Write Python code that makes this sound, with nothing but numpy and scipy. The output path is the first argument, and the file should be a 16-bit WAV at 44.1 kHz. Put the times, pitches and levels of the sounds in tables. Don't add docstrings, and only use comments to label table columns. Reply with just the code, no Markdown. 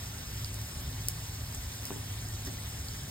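import sys
import numpy as np
from scipy import signal
from scipy.fft import rfft, irfft
from scipy.io import wavfile
from scipy.ndimage import uniform_filter1d

SR = 44100
rng = np.random.default_rng(int(sys.argv[2]) if len(sys.argv) > 2 else 0)


def transcribe(signal):
    frames = np.atleast_2d(signal).T
    limited = np.clip(frames, -1, 1)
    pcm = np.round(limited * 32767).astype(np.int16)
    wavfile.write(sys.argv[1], SR, pcm)


N = 136710
T = np.arange(N) / SR
HZ = np.arange(N // 2 + 1) * SR / N

# f/Hz, level per Hz/dB
RAIN_COLOUR = [(30, -31), (110, -3), (400, -3), (500, 1), (800, 3), (1300, 0), (1900, 0), (2500, -0.5),
               (3800, 1.5), (4700, 0), (5300, 3), (6500, .5), (8500, 0), (11000, -3.5), (13000, -3.5),
               (16000, -5)]


def from_db(db):
    return 10 ** (np.asarray(db) / 20)


def rms_one(x):
    return x / np.sqrt(np.mean(x ** 2) + 1e-20)


def over_time(points):
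    return np.interp(T, *np.transpose(points))


def over_hz(points):
    hz, value = np.transpose(points)
    return np.interp(np.log(HZ + 1), np.log(hz), value)


def colour(x, spectrum):
    return rms_one(irfft(rfft(x) * from_db(over_hz(spectrum)), N))


def drift(rate_hz):
    slow = rfft(rng.standard_normal(N)) / (1 + (HZ / rate_hz) ** 2) ** 2
    return rms_one(irfft(slow, N))


def high_pass(x, hz):
    sos = signal.butter(2, min(hz, SR / 3), "high", fs=SR, output="sos")
    return signal.sosfilt(sos, x)


def click(s):
    return (np.arange(N) == int(s * SR)) + 1e-18


def ring(x, hz, t60):
    decay = from_db(-60 / (t60 * SR))
    turn = 2 * np.pi * hz / SR
    return signal.lfilter([0, np.sin(turn)], [1, -2 * decay * np.cos(turn), decay * decay], x)


def scatter(x, t60):
    t = T[:SR // 2]
    tail = rng.standard_normal((2, len(t))) * np.exp(-np.log(1000) * t / t60)
    tail = tail / np.sqrt(np.sum(tail[0] ** 2))
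    return signal.fftconvolve(x[None], tail, axes=1)[:, :N]


def right_turn():
    # f/Hz, how far the right channel is turned back/rad
    turn_back = [(0, 0), (700, -1), (1400, -1.16), (2000, 1.06), (2700, 2.5), (3600, 2), (5050, 1.06),
                 (5700, 3), (6150, 3.5), (7700, 7), (8750, 5), (10200, 9.5), (11500, 9.5), (12700, 13.5),
                 (14200, 13.5), (15500, 14)]
    return np.exp(-1j * np.interp(HZ, *np.transpose(turn_back)))


def pair(two):
    # f/Hz, likeness of left and right/0 wide to 1 narrow
    likeness = [(200, 0.48), (500, 0.44), (1100, 0.41), (1800, 0.87), (2500, 0.54), (3200, 0.39),
                (4000, 0.13), (4900, 0.96), (5800, 1), (7000, 0.45), (8200, 1), (9500, 0.45), (10400, 1),
                (11400, 1), (12100, 0.34), (13000, 0.83), (14000, .98), (14800, 0.97), (15600, 1)]
    # f/Hz, left minus right gain/dB
    balance = [(300, 6), (450, 3.5), (600, 5.5), (900, 2.5), (1400, 2), (2000, 0), (4000, -0.5), (5200, 0),
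               (6500, -0.5)]
    a, b = rfft(two)
    alike = np.clip(over_hz(likeness), 0, .995)
    mid = np.sqrt(1 + alike) * a
    side = np.sqrt(1 - alike) * b
    tilt = from_db(over_hz(balance) / 2)
    left = (mid + side) * tilt
    right = (mid - side) / tilt * right_turn()
    return irfft(np.array([left, right]), N)


def wash(count=24):
    level_db, flicker_db, flicker_hz = -44.5, 1.82, 29
    white = rfft(rng.standard_normal((2, N)))
    band = np.searchsorted(np.geomspace(400, 15000, count - 1), HZ)
    bands = 0
    for k in range(count):
        flicker = from_db(flicker_db * drift(flicker_hz))
        bands = bands + irfft(white * (band == k), N) * flicker
    return from_db(level_db) * colour(pair(bands), RAIN_COLOUR)


def patter(count=20):
    level_db, spread_db = -53, 2.5
    drops_per_s, cycles = 2200, 8
    size_db = spread_db * np.minimum(rng.exponential(1, (2, N)), 4.5)
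    sizes = from_db(size_db) * rng.choice([-1, 1], (2, N))
    hits = sizes * (rng.random((2, N)) < drops_per_s / 2 / SR)
    dealt = rng.integers(0, count, N)
    ticks = 0
    for k, hz in enumerate(np.geomspace(900, 14000, count)):
        ticks = ticks + hz * ring(hits * (dealt == k) + 1e-18, hz, cycles / hz)
    return from_db(level_db) * colour(pair(ticks), RAIN_COLOUR)


def rain():
    swell_db, swell_hz = 0.36, 9.4
    return (wash() + patter()) * from_db(swell_db * drift(swell_hz))


def drops():
    # t/s, ring level/dB, ring f/Hz, ring time to fall 60 dB/s,
    # strength of the hit relative to the ring/dB, spray relative to the drop before the common spray level/dB
    near_drops = [(0.1835, -27, 5630, 0.0025, -14, -6), (0.336, -37, 7000, 0.00067, 5, 6),
                  (0.446, -17.5, 4750, 0.0041, -14, -7), (.4581, -26, 5000, .002, -9, -10),
                  (0.543, -23.5, 7000, 0.0008, -1.5, -4), (0.615, -34, 5200, .001, 7, -6),
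                  (1.0854, -16, 5340, 0.0025, 11.3, -9.5), (1.0966, -31, 8500, 0.00092, -3, -4),
                  (1.2385, -35, 8000, 0.0017, -3, 3), (1.5476, -22, 7000, 0.0016, -4, -4),
                  (1.8539, -21, 5500, 0.002, 2.5, -3), (1.8673, -29, 8500, 0.00091, -1, -1),
                  (2.2872, -25, 7200, 0.0014, -18, -4), (2.4505, -23, 6700, 0.0011, -16, 1),
                  (2.46, -26, 6100, 0.0028, -14, 2), (2.469, -31, 4170, 0.0008, -10, 13),
                  (2.7002, -29, 6560, .0012, -22, -10), (2.885, -21.5, 4500, 0.0034, -14, -6),
                  (3.034, -30, 7800, .001, -4, -10)]
    # f/Hz, level relative to the hit/dB, time to fall 60 dB/s
    surface_modes = [(1090, -19, 0.0011), (10400, -21, 0.0016)]
    smack_cut_hz, drop_cut_hz = 7000, 5450
    spray_level_db, spray_t60_s, right_lag_s = -2, 0.13, .000172
    direct, spray = 0, 0
    for s, db, hz, t60, smack_db, spray_db in near_drops:
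        hit = from_db(db + smack_db) * click(s)
        smack = high_pass(2 * hit, smack_cut_hz)
        drop = high_pass(smack - from_db(db) * ring(click(s), hz, t60), drop_cut_hz)
        surface = 0
        for mode_hz, mode_db, mode_t60 in surface_modes:
            surface = surface + from_db(mode_db) * ring(hit, mode_hz, mode_t60)
        direct = direct + drop - surface
        spray = spray + from_db(spray_db) * drop
    right = -irfft(rfft(direct) * np.exp(-2j * np.pi * HZ * right_lag_s), N)
    return np.array([direct, right]) + from_db(spray_level_db) * pair(scatter(spray, spray_t60_s))


def knocks():
    # t/s, thud level/dB, pitch relative to the body/ratio, clack level at its start/dB
    blows = [(1.9056, -38.5, 1.01, -40.5), (1.9156, -42, 1, -62), (1.922, -58, 1, -44),
             (1.961, -44.5, 1.04, -58), (2.4707, -50.5, 0.93, -41), (2.474, -45, .94, -54),
             (2.4812, -45.5, .92, -53), (2.526, -53, 0.88, -65)]
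    # f/Hz, level relative to the thud/dB, time to fall 60 dB/s
    body = [(250, -5, .1), (292, -0.5, 0.065), (340, -2, .04), (388, 2.5, 0.058), (490, -13, 0.025),
            (780, -1, 0.018)]
    # f/Hz, gain/dB
    clack_colour = [(300, -16), (800, 1), (1300, -3), (1800, 0), (2600, -4), (6000, -29)]
    clack_t60_s, echo_db, echo_t60_s = .025, -4, 0.41
    thud, contact = 0, 0
    for s, db, pitch, clack_db in blows:
        for hz, mode_db, t60 in body:
            thud = thud + from_db(db + mode_db) * ring(click(s), pitch * hz, t60)
        contact = contact + (T >= s) * from_db(clack_db - 60 * np.abs(T - s) / clack_t60_s)
    clack = contact * colour(pair(rng.standard_normal((2, N))), clack_colour)
    return thud + clack + from_db(echo_db) * scatter(thud, echo_t60_s)


def hum():
    # t/s, level/dB
    hum_swell = [(0, -5), (.12, 1), (.22, -7.5), (.33, 0.5), (.65, 3), (.76, -27), (.95, 2.5), (1.06, -2.5),
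                 (1.15, 1), (1.28, -3), (1.4, 3), (1.58, -7), (1.73, -4.5), (1.87, -4), (2, 4), (2.15, 1.5),
                 (2.3, -1.5), (3.1, -3)]
    hum_hz, level_db, waver_db, waver_rad = 105.8, -45, 1.34, 0.55
    tone = np.sin(2 * np.pi * hum_hz * T + waver_rad * drift(20))
    swell = from_db(over_time(hum_swell) + waver_db * drift(3.2))
    return from_db(level_db) * rms_one(tone * swell)


def thunder():
    # f/Hz, level per Hz/dB
    thunder_colour = [(15, -29), (28, -18), (38, -6), (50, -1), (70, 5), (90, -1), (120, -5.5),
                      (170, -22.5), (400, -57)]
    # t/s, level/dB
    roll_swell = [(0, -3.5), (.2, -2.5), (.38, 2), (.5, 1), (.72, -3), (.84, 8), (.97, -0.5), (1.13, 2),
                  (1.23, -3.5), (1.42, 3.5), (1.52, -3.5), (1.62, 6), (1.75, -2.5), (1.95, -4),
                  (2.07, -1.5), (2.39, 1.5), (2.55, -3.5), (2.85, 2.5), (3.1, -7)]
    # f/Hz, level per Hz/dB
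    rumble_colour = [(40, -18), (80, -4), (115, 1), (145, 1), (180, -5.5), (215, -7.5), (255, -5.5),
                     (320, -15.5), (395, -14.5), (460, -24), (900, -73)]
    thunder_db, rumble_db, even_s = -43.5, -47.5, 0.16
    roll = colour(rng.standard_normal(N), thunder_colour)
    roll = roll / np.sqrt(uniform_filter1d(roll ** 2, int(even_s * SR)))
    roll = roll * from_db(thunder_db + over_time(roll_swell))
    rumble = from_db(rumble_db) * colour(rng.standard_normal(N), rumble_colour)
    return roll + rumble


def scene():
    return rain() + drops() + knocks() + hum() + thunder()


def record(dry):
    cutoff_hz = 16000
    return irfft(rfft(dry) / np.sqrt(1 + (HZ / cutoff_hz) ** 200), N)


dry = scene()
out = record(dry)
transcribe(out)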